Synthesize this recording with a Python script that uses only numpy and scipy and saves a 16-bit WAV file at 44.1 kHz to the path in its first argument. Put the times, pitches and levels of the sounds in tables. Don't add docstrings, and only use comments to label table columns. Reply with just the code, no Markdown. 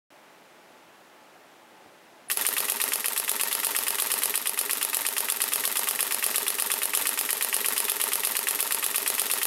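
import sys
import numpy as np
from scipy import signal
from scipy.fft import rfft, irfft
from scipy.io import wavfile
from scipy.ndimage import uniform_filter1d, minimum_filter1d

SR = 44100
rng = np.random.default_rng(int(sys.argv[2]) if len(sys.argv) > 2 else 0)


def wav_out(sig):
    wavfile.write(sys.argv[1], SR, np.round(np.clip(np.atleast_2d(sig).T, -1, 1) * 32767).astype(np.int16))


N = 417186
TAPS = 8192
AGE = np.arange(TAPS) / SR
FREQS = np.maximum(np.fft.rfftfreq(TAPS, 1 / SR), 1)


# f/Hz, level/dB
FIRST_TONE = [(60, -55), (500, -21), (1300, -17.5), (2100, -19), (3600, -5), (4400, -8.5), (5400, -9.5),
              (6300, -20), (7600, -1.5), (8500, -6), (9100, 5), (10000, -5), (11300, -9), (13700, -2),
              (16000, -29)]
SECOND_TONE = [(50, -47.5), (180, -50.5), (400, -19), (850, -11), (1400, -18.5), (1950, -14.5),
               (3000, -16.5), (4200, -13.5), (6400, -15), (9100, -9.5), (10200, -7.5), (11200, 1.5),
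               (12300, -10.5), (14000, -12.5), (16000, -17)]
BLADE_TONE = [(200, -36.5), (1500, -33), (4500, -10), (6300, -12.5), (9200, -7), (10200, -8), (11200, 1),
              (12500, -5.5), (14200, -8), (16000, -19)]
# t/s, level/dB
FIRST_HITS = [(.0001, 6), (.0006, -2.5), (.0012, -3.5), (.008, -12), (0.0114, -22.5)]
SECOND_HITS = [(.0001, -2.5), (.0005, 1), (.0009, 2.5), (.002, -20), (.0095, -13), (0.0134, -17.5)]

def shutter():
    opens, closes = at_opening(db=-22, follow=.95), at_closing(db=-21.5, follow=2.2)
    first = blows(opens, FIRST_HITS, chatter_db=.5, chatter_t60=.0016,
                  ring_db=-13, ring_t60=.0085, alike=.79, scatter_s=.00003, scatter_db=2.1)
    second = blows(closes, SECOND_HITS, chatter_db=-2.5, chatter_t60=.0069,
                   ring_db=-15.5, ring_t60=.032, alike=1, scatter_s=.00003, scatter_db=.65)
    bounce = blows(opens, [(.0037, .5)], chatter_db=-5, chatter_t60=.0023,
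                   ring_db=-30, ring_t60=.035, alike=.38, scatter_s=.0001, scatter_db=3.5)
    shimmer = blows(opens, [(.005, -1)], chatter_db=-12, chatter_t60=.01,
                    ring_db=29, ring_t60=.19, alike=.5)
    return colour(first, FIRST_TONE) + colour(second, SECOND_TONE) + colour(bounce + shimmer, BLADE_TONE)


# f/Hz, level/dB
LEVER_TONE = [(300, -62), (1500, -3), (2600, 4), (5500, -26), (9000, -1), (11500, 0), (14000, -1),
              (16000, -8)]
RISE_TONE = [(60, -54.5), (150, -28.5), (400, -14), (800, -14.5), (1130, -2), (1500, -8.5), (1950, -5.5),
             (2700, -2.5), (3500, -9.5), (6000, -13), (9000, -9.5), (12000, -6), (16000, -20.5)]
FALL_TONE = [(60, -37.5), (150, -22), (240, -9.5), (400, -14), (720, -10), (920, 7), (1050, -3.5),
             (1500, -3.5), (2000, -3), (2700, -1.5), (4000, -5), (6500, -8.5), (11500, -5), (16000, -9.5)]
# t/s, level/dB
RISE_HITS = [(-.0005, -4.5), (.0007, -4.5), (.0018, -1), (.003, -7.5), (.0054, -0.5), (.0082, -3.5),
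             (0.0101, -5), (0.0127, -4), (.0145, -1.5), (.018, -7)]
FALL_HITS = [(.0025, 3.5), (0.0095, -14), (.019, -3.5), (0.0221, 4.5), (0.0242, 1), (.0285, -0.5),
             (.031, 5)]

def mirror(lead_s=.0139):
    rises, falls = at_opening(db=-28, follow=.8, delay_s=-lead_s), at_closing(db=-37)
    lever = blows(rises, [(-.0011, 1)], chatter_db=14, chatter_t60=.0055,
                  ring_db=5, ring_t60=.056, alike=.89, scatter_s=.0002)
    up = blows(rises, RISE_HITS, chatter_db=3, chatter_t60=.013,
               ring_db=-5, ring_t60=.013, alike=.99, scatter_s=.00006)
    down = blows(falls, FALL_HITS, chatter_db=3.5, chatter_t60=.021,
                 ring_db=-1.5, ring_t60=.054, alike=.77, scatter_s=.00012)
    return colour(lever, LEVER_TONE) + colour(up, RISE_TONE) + colour(down, FALL_TONE)


# f/Hz, level/dB
CATCH_TONE = [(60, -37), (150, -26), (280, -13), (420, -10.5), (800, -11.5), (1900, -4.5), (2900, -6),
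              (3800, -1), (4600, -10), (6000, -9.5), (8000, -3), (9600, 4), (10600, -1.5), (12200, 5),
              (16000, -12)]
# t/s, level/dB
CATCH_HITS = [(0, -7), (.001, -1.5), (.0026, 0)]

def catches(after_s=.039, gap_s=.0089):
    springs = np.r_[at_closing(db=-29, delay_s=after_s), at_closing(db=-28.5, delay_s=after_s + gap_s)]
    clicks = blows(springs, CATCH_HITS, chatter_db=4, chatter_t60=.0088,
                   ring_db=-.5, ring_t60=.082, alike=.7, scatter_s=.0004, scatter_db=1.26)
    return colour(clicks, CATCH_TONE)


# t/s, level/dB
MOTOR_LOAD = [(-.007, 2), (-.005, -4.5), (.006, -10.5), (0.02, 1.5), (0.035, -4), (0.048, 2), (0.055, 0),
              (.066, -0.5), (0.079, -2), (.09, -22)]
# f/Hz, level/dB
GEAR_TONE = [(40, -43), (100, -23), (150, -18), (280, -10.5), (450, -5.5), (800, -4.5), (2000, -4.5),
             (4500, -1), (6500, -2.5), (9500, -1), (12200, 2.5), (14500, -6.5), (16000, -19)]

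def gears(tooth_hz=900, teeth_db=-4, alike=.79):
    load_s, load_db = np.transpose(MOTOR_LOAD)
    since_close = AGE + load_s[0]
    effort = amp(np.interp(since_close, load_s, load_db)) * (since_close < load_s[-1])
    track, wear = np.zeros(N), rng.standard_normal(TAPS)
    for s, db in at_closing(db=-38, delay_s=load_s[0]):
        hz = tooth_hz * (1 + .0059 * rng.standard_normal())
        rubbing = np.exp(amp(teeth_db) * np.cos(2 * np.pi * hz * AGE))
        grind = np.sqrt(alike) * wear + np.sqrt(1 - alike) * rng.standard_normal(TAPS)
        add(track, s, amp(db) * effort * rubbing * grind)
    return colour(track, GEAR_TONE)


def magnet(hz=10030, lead_s=.03, length_s=.0135, edge_s=.0015):
    track = np.zeros(N)
    gate = np.clip(np.minimum(AGE, length_s - AGE) / edge_s, 0, 1)
    for s, db in at_opening(db=-41, follow=0, delay_s=-lead_s):
        add(track, s, amp(db) * np.sqrt(2) * gate * np.sin(2 * np.pi * hz * AGE))
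    return track


# f/Hz, level/dB
KNOCK_TONE = [(100, -41), (330, -10.5), (430, 3.5), (540, -7.5), (1000, -39), (4000, -62)]

def knock():
    knocks = blows(at_closing(db=-46, delay_s=.043), [(.001, 0)], chatter_db=-17, chatter_t60=.016,
                   ring_db=-.5, ring_t60=.095, alike=.5, scatter_s=.00052)
    return colour(knocks, KNOCK_TONE)


def motor(start_hz=215, rise_hz_per_s=2200, length_s=.045):
    track = np.zeros(N)
    swell = np.sin(np.pi * np.minimum(AGE / length_s, 1))
    for s, db in at_closing(db=-57, delay_s=.028):
        hz = (start_hz + rise_hz_per_s * AGE) * (1 + .02 * rng.standard_normal())
        add(track, s, amp(db) * np.sqrt(2) * swell * np.sin(2 * np.pi * np.cumsum(hz) / SR))
    return track


# first curtain lands t/s, wait for the second t/s, extra force level/dB
BURST = [(2.3146, 0.0574, 1.15), (2.4656, 0.0225, -0.1), (2.5818, 0.022, 0.3), (2.6985, 0.0217, -0.7),
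         (2.8159, 0.023, 0.4), (2.9351, 0.022, -0.5), (3.0586, 0.024, -0.65), (3.177, 0.0215, -1),
         (3.294, 0.021, -0.15), (3.4116, 0.0224, 0.2), (3.528, 0.0227, 0.1), (3.647, 0.021, 0.3),
         (3.7643, 0.023, 0.3), (3.8824, 0.023, 0), (3.9996, 0.0218, 0.5), (4.1169, 0.022, 0.7),
         (4.2347, 0.022, 0.1), (4.3553, 0.0209, -1.5), (4.472, 0.022, -2.0), (4.59, 0.022, -0.8),
         (4.71, 0.0217, -0.3), (4.828, 0.021, -1), (4.9457, 0.023, 0.3), (5.0659, 0.021, -0.9),
         (5.1811, 0.024, -0.25), (5.3, 0.0218, -1), (5.418, 0.021, 0.0), (5.535, 0.0228, 0.5),
         (5.653, 0.023, 0), (5.7706, 0.022, 0.4), (5.887, 0.023, -0.2), (6.006, 0.022, 0.0),
         (6.1231, 0.022, -0.2), (6.2408, 0.023, 0.8), (6.359, 0.022, 0.35), (6.4809, 0.022, -0.4),
         (6.599, 0.023, -0.1), (6.7167, 0.0219, -0.1), (6.833, 0.022, -1), (6.95, 0.023, 1.1),
         (7.07, 0.0213, 0.1), (7.1899, 0.021, 0.2), (7.3054, 0.024, -0.2), (7.4246, 0.022, -0.25),
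         (7.543, 0.022, 0.5), (7.6604, 0.024, 0.7), (7.779, 0.023, 0.5), (7.8971, 0.021, -0.5),
         (8.0145, 0.024, 0.4), (8.1336, 0.022, -0.15), (8.2494, 0.022, 0.4), (8.3675, 0.023, -0.5),
         (8.4856, 0.023, 0.3), (8.605, 0.022, 0.0), (8.7226, 0.0235, 0), (8.8418, 0.0216, -0.1),
         (8.9592, 0.0214, 0), (9.077, 0.024, 0.7), (9.1959, 0.021, 0.5), (9.314, 0.022, 0.5),
         (9.431, 0.022, 0.2)]

def at_opening(db, follow, delay_s=0):
    s, _, force_db = np.transpose(BURST)
    return np.c_[s + delay_s, db + follow * force_db]


def at_closing(db, follow=2.3, delay_s=0):
    _, wait_s, _ = np.transpose(BURST)
    return at_opening(db, follow, wait_s + delay_s)


# f/Hz, width/Hz, level/dB (below zero is a dip)
RESONANCES = [(148.8, 22.5, 13.5), (234, 24, 8.5), (289.6, 16.6, 10.5), (403.3, 38.6, 12), (500, 35, 5),
              (630, 220, 4.5), (905, 56, 5), (1105.5, 21.6, 8), (1220, 94, 4.5), (1366, 77, 4.5),
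              (1856, 343, 5.5), (2283, 24, -3.5), (2560, 99, 2.5), (2905, 105, 3), (2980, 83, 4.5),
              (2964, 37, -15), (7800, 21, -0.5), (12100, 29, 2)]

def body(x):
    lift_db = sum(db / (1 + (2 * (FREQS - hz) / width) ** 2) for hz, width, db in RESONANCES)
    return through(x, ringing(lift_db - .45))


# t/s, level/dB
FINGER_TAPS = [(.702, -56), (.866, -52), (.903, -51), (1.354, -50), (1.858, -46), (1.868, -56),
               (2.202, -54), (2.275, -50)]
# f/Hz, level/dB
GRIP_TONE = [(100, -5), (400, -2), (750, 7), (1500, -23), (3000, -19), (8000, -39), (16000, -36)]

def hand():
    taps = blows(FINGER_TAPS, [(.0021, 0)], chatter_db=-5, chatter_t60=.028,
                 ring_db=-4, ring_t60=.1, alike=.17)
    return colour(taps, GRIP_TONE)


def room_echo(x, split_hz=3000, low_t60=.46, high_t60=.092, treble_db=-2, build_s=.0036, echo_db=-11.5):
    noise = rng.standard_normal(TAPS)
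    low = signal.sosfilt(signal.butter(2, split_hz, fs=SR, output="sos"), noise)
    high = signal.sosfilt(signal.butter(2, split_hz, "high", fs=SR, output="sos"), noise)
    tail = low * fade(low_t60) - amp(treble_db) * high * fade(high_t60)
    build_up = 1 - np.exp(-(AGE / build_s) ** 2)
    return x + amp(echo_db) * through(x, tail * build_up)


# f/Hz, level/dB
RUSH_TONE = [(30, -47), (75, -23.5), (160, -11.5), (340, -4), (480, -6.5), (600, -2.5), (800, -5.5),
             (1000, -7.5), (1700, -9.5), (2800, -14), (4500, -20.5), (8000, -24.5), (12000, -26.5),
             (15500, -30)]
ROOM_WHINE = [(856, -66)]

def room_noise(rush_db=-53.5, whine_width_hz=8):
    rush = amp(rush_db) * colour(rng.standard_normal(N), RUSH_TONE)
    decay = np.exp(-np.pi * whine_width_hz * AGE)
    ring = sum(amp(db) * unit(decay * np.sin(2 * np.pi * hz * AGE)) for hz, db in ROOM_WHINE)
    return rush + through(rng.standard_normal(N), ring)


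def blows(events, hits, chatter_db, chatter_t60, ring_db, ring_t60, alike, scatter_s=0, scatter_db=.34):
    track = np.zeros(N)
    chatter, ring = amp(chatter_db) * fade(chatter_t60), amp(ring_db) * fade(ring_t60)
    energy = 1 + np.sum(chatter ** 2 + ring ** 2)
    size = np.sqrt(.004 * SR / energy)
    click = AGE == 0
    for delay, hit_db in hits:
        repeated = click + np.sqrt(alike) * chatter * rng.standard_normal(TAPS)
        loose = np.sqrt((1 - alike) * chatter ** 2 + ring ** 2) * rng.standard_normal((len(events), TAPS))
        chance = rng.standard_normal((len(events), 2))
        for (s, db), sound, (late, harder) in zip(events, repeated + loose, chance):
            add(track, s + delay + scatter_s * late, size * amp(db + hit_db + scatter_db * harder) * sound)
    return track


def colour(x, points):
    hz, db = np.transpose(points)
    gain_db = np.interp(np.log(FREQS), np.log(hz), db)
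    return through(x, unit(ringing(gain_db)))


def ringing(gain_db):
    cepstrum = irfft(np.log(amp(gain_db)))
    cepstrum[1:TAPS // 2] *= 2
    cepstrum[TAPS // 2 + 1:] = 0
    return irfft(np.exp(rfft(cepstrum)))


def through(x, response):
    return signal.fftconvolve(x, response)[:N]


def fade(t60):
    return unit(np.exp(-np.log(1000) * AGE / t60))


def amp(db):
    return 10 ** (np.asarray(db) / 20)


def unit(x):
    return x / np.sqrt(np.sum(x ** 2))


def add(track, s, sound):
    start = int(np.clip(round(s * SR), 0, N))
    track[start:start + len(sound)] += sound[:N - start]


def limiter(x, ceiling_db=-8, knee=4):
    gain = (1 + (np.abs(x) / amp(ceiling_db)) ** knee) ** (-1 / knee)
    return x * uniform_filter1d(minimum_filter1d(gain, size=25), size=25)


def scene():
    camera = body(magnet() + mirror() + shutter() + gears() + catches() + motor() + knock())
    return (room_echo(camera + hand()) + room_noise())[None]


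def record(dry, start_s=.104, low_cut_hz=85, top_hz=15750):
    held = limiter(dry) * (np.arange(N) / SR > start_s)
    thin = signal.sosfilt(signal.butter(2, low_cut_hz, "high", fs=SR, output="sos"), held)
    return signal.sosfilt(signal.ellip(10, .2, 75, top_hz, fs=SR, output="sos"), thin)


dry = scene()
out = record(dry)
wav_out(out)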